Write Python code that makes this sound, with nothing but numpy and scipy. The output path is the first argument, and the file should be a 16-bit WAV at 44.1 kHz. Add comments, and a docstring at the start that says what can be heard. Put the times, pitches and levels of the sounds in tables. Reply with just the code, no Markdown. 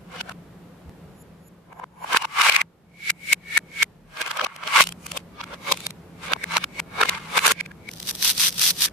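"""Hollow plastic toy food is handled close by in a small room, all played backwards: echoes swell up to each blow.
Knocks (shell resonances, thud and crack) and rips of hook-and-loop pads (dense snaps) come first and recur;
thin metal jingles (decaying modes) and a few low bumps follow. Then an open half shell clacks shut and sings,
a toy knife ticks lightly (short, crack-heavy contacts), and at last a bent pad crackles (snaps paced by strain).
Low room noise and a faint, wavering hum (narrow-band noise) lie under it all."""
import sys
import numpy as np
from scipy import signal
from scipy.fft import rfft, irfft, next_fast_len
from scipy.io import wavfile

SR = 44100
rng = np.random.default_rng(int(sys.argv[2]) if len(sys.argv) > 2 else 0)


def wav_out(sig):
    """Save sig, one row per channel (or a flat mono array), as 16-bit PCM at SR to the path in sys.argv[1]."""
    wavfile.write(sys.argv[1], SR, np.round(np.clip(np.atleast_2d(sig).T, -1, 1) * 32767).astype(np.int16))


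N = 393372

# All event times are as heard; sources are built in forward-running order and reversed in scene().
# low part of a contact or drag: (frequency [Hz], relative spectrum level [dB])
THUD_SPECTRUM = [(60, -34.5), (180, -9.5), (330, -10), (540, -4), (750, -6.5), (1100, 3), (2500, -62)]
# hooks and grazing surfaces: (frequency [Hz], relative spectrum level [dB])
HOOK_SPECTRUM = [(1200, -27.5), (2300, 4), (3100, 2), (4500, -0.5), (6000, -5.5), (8000, -5.5),
                 (11000, -10.5), (15000, -23.5)]


def undb(db):
    """Level law: decibels to amplitude gain."""
    return 10 ** (np.asarray(db) / 20)


def sample(s):
    """Time reversal: sample of the forward-running action that is heard at time s."""
    return N - int(s * SR)


def curve(rows, axis=1):
    """Linear interpolation: one column of a table, per sample of the forward-running action."""
    rows = np.array(rows)
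    heard_s = np.arange(N)[::-1] / SR
    return np.interp(heard_s, rows[:, 0], rows[:, axis])


def at(points, hz):
    """Constant-ratio spacing: read a spectrum on a log-frequency axis."""
    f, value = np.transpose(points)
    return np.interp(np.log(hz + 1), np.log(f), value)


def unit(x):
    """Power normalisation: scale to rms 1."""
    return x / np.sqrt(np.mean(x ** 2))


def noise(size):
    """Incoherence: two unrelated white noises."""
    return rng.standard_normal((2, size))


def fade(t, t60):
    """Exponential decay: the level falls 60 dB in t60 seconds."""
    return np.exp(-np.log(1000) * t / t60)


def colour(x, points, peaks=()):
    """Linear filtering: a spectrum and resonances shape two signals as mid and side of a left-right pair."""
    # difference between the microphones for near sounds: (frequency [Hz], side re mid [dB])
    side_levels = [(100, -20), (300, -13.5), (600, -6.5), (1200, -5.5), (4000, -0.5), (8000, 0.5)]
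    size = next_fast_len(x.shape[1])
    hz = np.arange(size // 2 + 1) * SR / size
    resonance = 1 + sum((undb(db) - 1) / (1 + 2j * (hz - f) / width) for f, width, db in peaks)
    mid, side = rfft(x, size) * undb(at(points, hz)) * resonance
    side = side * undb(at(side_levels, hz))
    left_right = irfft(np.array([mid + side, mid - side]), size)
    return unit(left_right[:, :x.shape[1]])


def ring(modes, t):
    """Modal superposition: decaying sines, detuned a little at each blow, in different phase at each microphone."""
    out = 0
    for hz, db, t60 in modes:
        phase = rng.uniform(0, 2 * np.pi) + 0.34 * rng.standard_normal((2, 1))
        detuned_hz = hz * (1 + 0.0049 * rng.standard_normal())
        out = out + undb(db) * fade(t, t60) * np.sin(2 * np.pi * detuned_hz * t + phase)
    return out


def add(track, s, sound):
    """Superposition: mix a sound in at its moment."""
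    start = sample(s)
    track[:, start:start + sound.shape[1]] += sound[:, :N - start]


def stroke(end_s, length_s, swell, stop):
    """Piecewise-linear level [dB]: as heard, one pull swells, holds and stops; slopes in dB per s."""
    start_s = end_s - length_s
    return curve([(start_s - 1, -swell), (start_s, 0), (end_s, 0), (end_s + 1, -stop)])


def knocks():
    """Impact excitation: contact rings the shell, with thud and crack; returns direct sound and room feed."""
    # hollow of an open half shell: (frequency [Hz], width [Hz], lift [dB])
    cup_peaks = [(2236, 39, 29), (1690, 120, 6.5), (2800, 61, 7), (3970, 200, 3)]
    # spectrum of its ring: (frequency [Hz], relative spectrum level [dB])
    cup_spectrum = [(800, -46), (1500, -9), (2200, 5), (4000, 4.5), (6500, -4.5), (10000, -19.5)]
    # resonances of the plastic shells: (frequency [Hz], width [Hz], lift [dB])
    shell_peaks = [(941, 39, 11.5), (1088, 61, 7.5), (1470, 58, 7.5), (1620, 30, 14.5), (2234, 110, 9),
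                   (2786, 96, 1)]
    # chopping board under the toys: (frequency [Hz], width [Hz], lift [dB])
    board_peak = (520, 23, 9.6)
    # a struck shell sounds around its own pitch: (multiple of the pitch [1], relative spectrum level [dB])
    pitch_hump = [(.2, -42.5), (.42, -21.5), (.72, -4.5), (1, -0.5), (1.5, -7.5), (2.5, -12), (4, -27.5),
                  (8, -51.5)]
    # crack of the contact: (frequency [Hz], relative spectrum level [dB])
    crack_spectrum = [(1200, -32), (2400, 4), (3100, -2), (4200, -3.5), (6000, -8.5), (7500, -26),
                      (12000, -51.5)]
    # treble of the crack: (frequency [Hz], relative spectrum level [dB])
    treble_spectrum = [(3500, -32), (6000, -2), (7500, -0.5), (10000, -1.5), (14500, -9), (16000, -30.5)]

    cup_t60_s, spot_scatter, left_re_right_db = .27, .03, 0.2
    balance = undb(np.array([[left_re_right_db], [-left_re_right_db]]) / 2)
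    direct, feed = np.zeros((2, 2, N))
    t, long_t = np.arange(2 ** 12) / SR, np.arange(3 * 2 ** 12) / SR
    attack = int(.008 * SR)

    def burst(points, envelope, peaks=()):
        """Filtered noise pulse: rms 1 over the first 8 ms."""
        x = colour(noise(len(envelope)), points, peaks) * envelope
        return x * (x[:, :attack] ** 2).mean() ** -.5

    def contact(t60, hold):
        """Stretched decay: the blow holds its level briefly, then falls away."""
        decay = np.exp(-np.log(1000) * (t / t60) ** hold)
        return decay * (1 - np.exp(-t / .0005))

    for s, db, hz, thud_db, crack_db, treble_db, t60, hold, cup_db in contacts():
        _, thud_hz, crack_hz, _, room_db = support(s)
        # no two contacts fall on the same spot
        spot = np.exp(spot_scatter * rng.standard_normal(2))
        thud_hz, crack_hz = np.array([thud_hz, crack_hz]) * spot

        hump = [(multiple * hz, level_db) for multiple, level_db in pitch_hump]
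        body = burst(hump, contact(0.76 * t60, hold), [(hz, 0.051 * hz, 15)] + shell_peaks)
        # the main mode outlasts the rest
        body = body + undb(-10.5) * ring([(hz, 0, t60)], t)
        thud = burst(THUD_SPECTRUM, contact(t60, hold), [(thud_hz, 0.043 * thud_hz, 14), board_peak])
        crack = burst(crack_spectrum, contact(0.46 * t60, hold), [(crack_hz, 0.03 * crack_hz, 11)])
        crack = crack + undb(treble_db) * burst(treble_spectrum, contact(0.49 * t60, hold))
        blow = undb(db) * (body + undb(thud_db) * thud + undb(crack_db) * crack)
        cup = undb(db + cup_db) * burst(cup_spectrum, fade(long_t, cup_t60_s), cup_peaks)
        add(direct, s, blow * balance)
        add(direct, s, cup)
        add(feed, s, blow * undb(room_db))

        # in the forward action the surfaces graze each other just before they meet
        graze = colour(noise(attack), HOOK_SPECTRUM) * np.linspace(0, 1, attack) ** 2
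        add(direct, s + attack / SR, undb(db + crack_db - 10.0) * graze)
    return direct, feed


def contacts():
    """Impact parameters: (s, level, pitch, thud, crack, treble, t60, hold, cup ring) of knocks, ticks, clacks."""
    # knocks of shell on shell: (time [s], level [dB], shell pitch [Hz], thud re level [dB],
    # crack re level [dB], treble re crack [dB], nominal t60 [s])
    knock_rows = [(0.1661, -38, 1390, -0.5, -5, -11, 0.12), (.2142, -30.5, 1480, -6, 4, -16, 0.075),
                  (0.2972, -31.5, 1470, -6.5, -11, -3, 0.033), (0.3225, -39, 1340, -4, -5, -9, 0.13),
                  (1.7319, -40, 1006, -7, -29, 7.5, 0.052), (1.8005, -35.5, 905, -6, -22, 0, 0.048),
                  (1.843, -30.5, 1020, -6, -24, -6, .05), (2.0488, -27, 980, -14.5, -24, 1, 0.069),
                  (2.135, -26, 1540, -7.5, 1.5, -7, .08), (2.149, -13, 1156, -12.5, -26, -15, 0.016),
                  (2.1734, -16, 1483, -13.5, 1, -10.5, .045), (2.2262, -30, 1114, -42, 0.5, -10, 0.079),
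                  (2.2548, -22, 1110, -28, -7, -14, 0.076), (2.4202, -19.5, 2140, -19.5, 4.5, -11, .07),
                  (2.499, -12, 2340, -10, -3.5, -7.5, 0.035), (2.527, -21, 2290, -20.5, 0.5, -11, .07),
                  (2.552, -19, 2110, -22.5, -8, -4, .085), (2.5662, -10, 2367, -41.5, -15, -0.5, .026),
                  (2.6177, -16, 2140, -20, -12.5, -2.5, .04), (4.174, -35.5, 1190, -18, -2, -18, 0.041),
                  (4.2194, -23.5, 1635, -10.5, -0.5, -6.5, 0.076),
                  (4.229, -29.5, 2490, -31.5, -10, -11, .07), (4.265, -28.5, 2550, -15, -10, -6, 0.029),
                  (4.2817, -31.5, 1367, -9, -2, -7, 0.11), (4.316, -26, 1316, -17.5, -0.5, -10, 0.061),
                  (4.3751, -28, 1030, -16.5, -2.5, -5.5, 0.051), (4.398, -21.5, 1390, -15, -9, -19, .04),
                  (4.416, -21.5, 1273, -18, -4, -20, .04), (4.4495, -24.5, 2520, -2, 0.5, -10, 0.065),
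                  (4.469, -24.5, 1168, -25, -10, -15, 0.053), (4.565, -41, 2400, -5, -0.5, -3.5, 0.023),
                  (4.6397, -30, 1330, -12, -8.5, -16, .05), (4.678, -29.5, 2720, -3, 2, -14, 0.049),
                  (4.7724, -21, 1330, -26, -13, -7, 0.09), (4.8099, -9.5, 1114, -8, -5, -5.5, 0.031),
                  (4.8259, -21.5, 2680, -16, 4, -6.5, 0.25), (5.0683, -38, 1200, -15, 1, 3, 0.047),
                  (5.1765, -35, 1290, 1, 9.5, -6, 0.086), (5.415, -31, 1197, -20, -2.5, -22, .1),
                  (5.4429, -33.5, 1385, -28, -4.5, -10.5, 0.056), (5.5466, -38, 1370, -1.5, -1.5, -13, 0.2),
                  (5.725, -19.5, 1050, -2, 5.5, -6.5, 0.053), (5.7458, -39, 870, -1, 3.5, -9, 0.093),
                  (6.3259, -27, 1345, 1, -13, 0, 0.052), (6.3362, -16, 1470, -19, -3.5, -13.5, 0.013),
                  (6.366, -33, 995, -5, -19, -10, 0.024), (6.4431, -23, 2045, -15.5, -14, 2.5, 0.035),
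                  (6.5707, -17.5, 1017, -16, 2.5, -12.5, 0.027), (6.583, -22, 1330, -28, -9, -5, 0.13),
                  (6.644, -23, 1534, -23, -0.5, -9, 0.024), (6.8023, -22.5, 2240, -10, -8, -2, 0.052),
                  (7.0175, -13.5, 1154, -13, -5.5, -9.5, .06), (7.036, -12, 1385, -11.5, -12, -9.5, 0.039),
                  (7.0591, -26.5, 1410, -3.5, -5, -6.5, 0.047),
                  (7.0968, -18.5, 2100, -11.5, 0, -6.5, 0.042), (7.153, -31.5, 2160, -4.5, -4, -20, 0.054),
                  (7.3817, -15, 1256, -10, -5, -5.5, 0.078), (7.3937, -17.5, 2370, -23, -15, -1, 0.028),
                  (7.4698, -17.5, 1300, -10.5, 3, -1, 0.093), (7.4815, -16, 1390, -21, -6, 4.5, 0.029),
                  (7.515, -18.5, 1397, -8.5, -9, 4.5, 0.1), (7.5216, -19, 2100, -5, -1.5, 1.5, 0.057),
                  (7.6113, -21.5, 2220, -24.5, -14, -5, 0.051), (7.6641, -35.5, 2340, -14, -14, -3, 0.052),
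                  (7.7186, -40, 1600, -22, -19, 0, 0.039), (7.892, -30.5, 2240, -28, -11.5, -3, .03),
                  (8.8866, -37.5, 1710, -26, -2.5, -4, 0.12)]
    # light, dry ticks of the toy knife: (time [s], level [dB])
    tick_rows = [(4.841, -37), (4.874, -38.5), (4.8929, -44), (4.9255, -46.5), (5.1198, -40), (5.775, -46),
                 (5.807, -48), (5.8688, -34.5), (5.909, -47)]
    # the open half shell clacks shut, holds its level for a moment and sings:
    # (time [s], level [dB], shell pitch [Hz], crack re level [dB], cup ring re level [dB])
    clack_rows = [(3.1064, -15, 2220, -10, -9), (3.3343, -10.5, 2220, -9.5, -12.5),
                  (3.5798, -12, 1850, -11, -7), (3.8326, -11, 2115, -13, -17)]

    # hold is the exponent of the decay: 1 is plain, more holds the level up longer before a steeper fall
    knock_hold, clack_hold = 1.13, 2.7
    tick_hz, tick_thud_db, tick_crack_db, tick_treble_db, tick_t60_s = 1330, -8.5, 10, -3, .026
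    clack_thud_db, clack_treble_db, clack_t60_s = -30.5, 3, 0.028
    # the halves brush each other just before a clack in the forward action
    brush_lead_s, brush_re_clack_db = .012, -26.5

    tick_timbre = (tick_hz, tick_thud_db, tick_crack_db, tick_treble_db, tick_t60_s)
    ticks = [(s, db, *tick_timbre) for s, db in tick_rows]
    rows = [(*row, knock_hold, support(row[0])[3]) for row in knock_rows + ticks]
    for s, db, hz, crack_db, cup_db in clack_rows:
        timbre = (hz, clack_thud_db, crack_db, clack_treble_db, clack_t60_s, clack_hold, cup_db)
        rows.append((s, db, *timbre))
        rows.append((s + brush_lead_s, db + brush_re_clack_db, *timbre))
    return rows


def support(s):
    """Boundary conditions: the table row of the place where the toy is at time s."""
    # contacts take their colour from the place (plate, lifted, set down, under the knife, cut,
    # picked up, held): (start [s], mean thud pitch [Hz], mean crack pitch [Hz],
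    # cup ring of knocks and ticks re level [dB], room feed re level [dB])
    places = [(0, 731, 3000, -31, -3.5), (3, 435, 3910, -21.5, -7.5), (4.1, 641, 3097, -29, -5.5),
              (5.1, 576, 3260, -20, -7.5), (5.6, 568, 3726, -17, -7), (6.9, 447, 3700, -22, -6.5),
              (7.55, 460, 3580, -25, -8)]
    return places[sum(s >= row[0] for row in places[1:])]


def snaps(rate, spread_db, t60):
    """Random impulse process: hooks let go one by one in tiny noise bursts of unequal size."""
    size = undb(spread_db * np.minimum(rng.exponential(size=N), 4))
    pops = (rng.random(N) < rate / SR) * size ** 2
    power = signal.lfilter([1], [1, -fade(1 / SR, t60) ** 2], pops)
    return noise(N) * np.sqrt(power + 1e-12)


def rip():
    """Stick-slip excitation: dense hook snaps, heard directly and through the hollow shells."""
    # pads and shells dragged over each other: (end [s], length [s], shell level [dB], hook snaps re shell [dB])
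    drags = [(0.205, 0.082, -45, -7), (2.145, 0.019, -29, -12), (2.168, 0.0074, -21.5, -4.5),
             (2.415, 0.028, -18, -10.5), (2.49, 0.053, -18, -3), (2.61, 0.14, -28, -14.5),
             (4.441, 0.26, -39.5, -10.5), (4.66, .19, -45.5, -16.5), (4.727, 0.051, -31, -9.5),
             (4.807, 0.05, -15, -5), (4.822, 0.0056, -27.5, 9.5), (5.202, .12, -54.5, 3),
             (5.557, .09, -47.5, -8.5), (5.689, 0.01, -28.5, -10), (5.86, 0.16, -55, 7.5),
             (6.284, 0.047, -38.5, -2.5), (6.566, 0.047, -29, -6.5), (7.182, 0.081, -34, -9.5),
             (7.315, .14, -44, -5.5), (7.377, 0.0049, -20.5, -2), (7.459, 0.008, -18.5, -5.5),
             (7.518, 0.042, -29, 4.5)]
    # shell sound: (frequency [Hz], relative spectrum level [dB])
    body_spectrum = [(300, -31), (600, -25), (850, 1.5), (1400, 4), (2300, 5), (3200, -5.5), (5000, -30.5),
                     (9000, -56)]
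    # the two shells that a pad joins: (frequency [Hz], width [Hz], lift [dB])
    joined_peaks = [(923, 38, 14), (1135, 86, 17), (1350, 250, 9.5), (1585, 37, 11.5), (2110, 52, 13.5),
                    (2840, 77, 6), (3710, 50, 9.5)]
    swell_db_per_s, stop_db_per_s = 752.5, 1202

    shell_db = hooks_db = -120
    for end_s, length_s, db, snaps_db in drags:
        drag = db + stroke(end_s, length_s, swell_db_per_s, stop_db_per_s)
        shell_db = np.maximum(shell_db, drag)
        hooks_db = np.maximum(hooks_db, drag + snaps_db)
    grains = snaps(rate=1500, spread_db=1.0, t60=0.0047)
    shell = colour(grains, body_spectrum, joined_peaks) + undb(-25.5) * colour(grains, THUD_SPECTRUM)
    return undb(shell_db) * shell + undb(hooks_db) * colour(grains, HOOK_SPECTRUM)


def flex():
    """Strain-dependent event rate: lone snaps under light strain, a dense rasp under a hard pull."""
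    # pulls on a joined pad bent to and fro in the hands: (end [s], length [s], level before the mix [dB])
    pull_rows = [(8.102, 0.0079, -19), (8.31, 0.061, -13.5), (8.488, 0.083, -14.5), (8.707, 0.091, -14.5),
                 (8.856, 0.037, -14)]
    # grip that keeps light strain between pulls: (end [s], length [s], level before the mix [dB])
    grip_row = (8.87, 0.915, -41)
    # single hooks letting go: (time [s], level before the mix [dB])
    lone_snaps = [(7.916, -35), (7.938, -34), (8.003, -28.5), (8.03, -29), (8.113, -22.5), (8.154, -26.5),
                  (8.228, -15.5), (8.381, -19), (8.528, -28.5), (8.583, -23), (8.597, -17)]
    # hooks of the bent pad: (frequency [Hz], relative spectrum level [dB])
    flex_spectrum = [(200, -26), (600, -22.5), (1200, -11), (2200, -7.5), (3400, -2.5), (5000, -1.5),
                     (6100, -2.5), (7100, -10), (9300, -4.5), (10600, -7.5), (12000, -5.5), (15000, -12)]
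    # the shell behind the pad: (frequency [Hz], width [Hz], lift [dB])
    pad_peaks = [(3380, 40, 6), (3770, 53, 5.5), (5040, 96, 2.5), (5980, 61, 6)]
    swell_db_per_s, stop_db_per_s = 484, 1096

    pulls = []
    for end_s, length_s, db in pull_rows + [grip_row]:
        pulls.append(db + stroke(end_s, length_s, swell_db_per_s, stop_db_per_s))
    strain_db = np.maximum(np.max(pulls, axis=0), -72)
    # snaps per second
    rate = np.minimum(2600 * undb(.95 * (strain_db + 20)), 4500)
    grains = snaps(rate=rate, spread_db=3.7, t60=.002) / np.sqrt(rate)
    # a slack pad is silent
    strained = strain_db > strain_db[-1] + 3
    crackle = colour(grains * strained, flex_spectrum, pad_peaks) * np.sqrt(strained.mean())
    out = undb(strain_db) * crackle

    t = np.arange(2 ** 8) / SR
    for s, snap_db in lone_snaps:
        snap = colour(noise(len(t)), flex_spectrum, pad_peaks) * fade(t, 0.018)
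        add(out, s, undb(snap_db) * unit(snap))
    return out


def jingles():
    """Free vibration: thin, high modes of a small piece of metal."""
    # (time [s], level [dB])
    jingle_rows = [(1.226, -43.5), (1.486, -46), (1.8, -54), (2.041, -44)]
    # modes of the metal: (frequency [Hz], level [dB], t60 [s])
    metal_modes = [(7060, -9.5, 0.15), (6800, -21, 0.42), (11160, -9, 0.25), (11800, -11, 0.18)]
    t = np.arange(SR // 2) / SR
    out = np.zeros((2, N))
    for s, db in jingle_rows:
        add(out, s, undb(db) * ring(metal_modes, t))
    return out


def bumps():
    """Damped oscillation: dull low thumps of two modes each, nearly alike at both microphones."""
    # (time [s], level [dB], pitch [Hz], t60 [s])
    bump_rows = [(0.895, -33.5, 75.5, 0.18), (4.15, -51, 41.5, 0.97), (4.919, -47, 42.4, 0.65)]
    t = np.arange(SR // 2) / SR
    out = np.zeros((2, N))
    for s, db, hz, t60 in bump_rows:
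        modes = [(hz, 0, t60), (0.91 * hz, -6, t60 / 2)]
        add(out, s, undb(db) * ring(modes, t))
    return out


def room(feed, wet_db, build_s):
    """Diffuse reverberation: convolution with noise that builds up and decays at a rate set by frequency."""
    # decay of the echo: (frequency [Hz], t60 [s])
    decay_times = [(300, 0.31), (1200, 0.2515), (4000, 0.2121), (12000, 0.29)]
    # colour of the echo: (frequency [Hz], relative level [dB])
    echo_spectrum = [(150, -4.5), (600, 3.5), (1200, 0), (4000, 1.5), (12000, -3.5)]
    t = np.arange(2 ** 15) / SR
    hz = np.arange(len(t) // 2 + 1) * SR / len(t)
    spectrum = rfft(noise(len(t))) * undb(at(echo_spectrum, hz))
    centres = [f for f, _ in decay_times]
    tail = 0
    # overlapping bands, each with its own decay
    for share, (_, t60) in zip(np.eye(len(centres)), decay_times):
        band = irfft(spectrum * at(list(zip(centres, share)), hz))
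        tail = tail + band * fade(t, t60)
    tail = unit(tail * (1 - np.exp(-t / build_s))) / np.sqrt(len(t))
    echo = signal.fftconvolve(feed, tail, axes=1)[:, :N]
    # the microphones sit close together, so each also hears the other's echo
    return undb(wet_db) * (echo + 0.069 * echo[::-1])


def background():
    """Stationary noise spectra: low room noise and a narrow band that wavers as a hum, under one slow level."""
    # room noise: (frequency [Hz], relative spectrum level [dB])
    floor_spectrum = [(15, -47.5), (25, -22), (69, -8.5), (135, -8), (172, 0), (231, -11), (529, -15),
                      (588, -18.5), (729, -20.5), (1280, -25.5), (6540, -44.5), (7090, -44), (10600, -45.5),
                      (11500, -43), (15000, -49.5)]
    # common level of noise and hum before their own gains: (time [s], level [dB])
    floor_levels = [(0, -45.5), (1.1, -45), (1.9, -53.5), (2.8, -54.5), (3.7, -47.5), (4.5, -57),
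                    (4.9, -45.5), (6.1, -44), (7.3, -43.5), (7.6, -46), (8.1, -43.5), (8.92, -43)]
    hum_hz, hum_db = 172.1, -8
    hum_spectrum = [(100, -70), (hum_hz - 20, -22), (hum_hz, 0), (hum_hz + 20, -22), (280, -70)]
    hum = colour(noise(N), hum_spectrum, [(hum_hz, 5, 10), (140, 5, 26)])
    floor = colour(noise(N), floor_spectrum)
    return undb(curve(floor_levels)) * (undb(-1.0) * floor + undb(hum_db) * hum)


def scene():
    """Superposition and time reversal: all sources and the echo, turned back to front."""
    direct, feed = knocks()
    ripping, flexing = rip(), flex()
    room_feed = feed + undb(-5.5) * ripping + undb(-10) * flexing
    echo = room(room_feed, wet_db=-4.5, build_s=0.0043)
    handling = direct + ripping + undb(-2.5) * flexing + jingles() + bumps()
    return (handling + echo + background())[:, ::-1]


def record(dry):
    """Saturation and band limiting: round the loudest peaks and cut the top."""
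    rounded = np.tanh(.9 * dry) / .9
    top_hz = 14900
    low_pass = signal.ellip(8, .1, 50, top_hz, fs=SR, output="sos")
    return signal.sosfiltfilt(low_pass, rounded)


dry = scene()
out = record(dry)
wav_out(out)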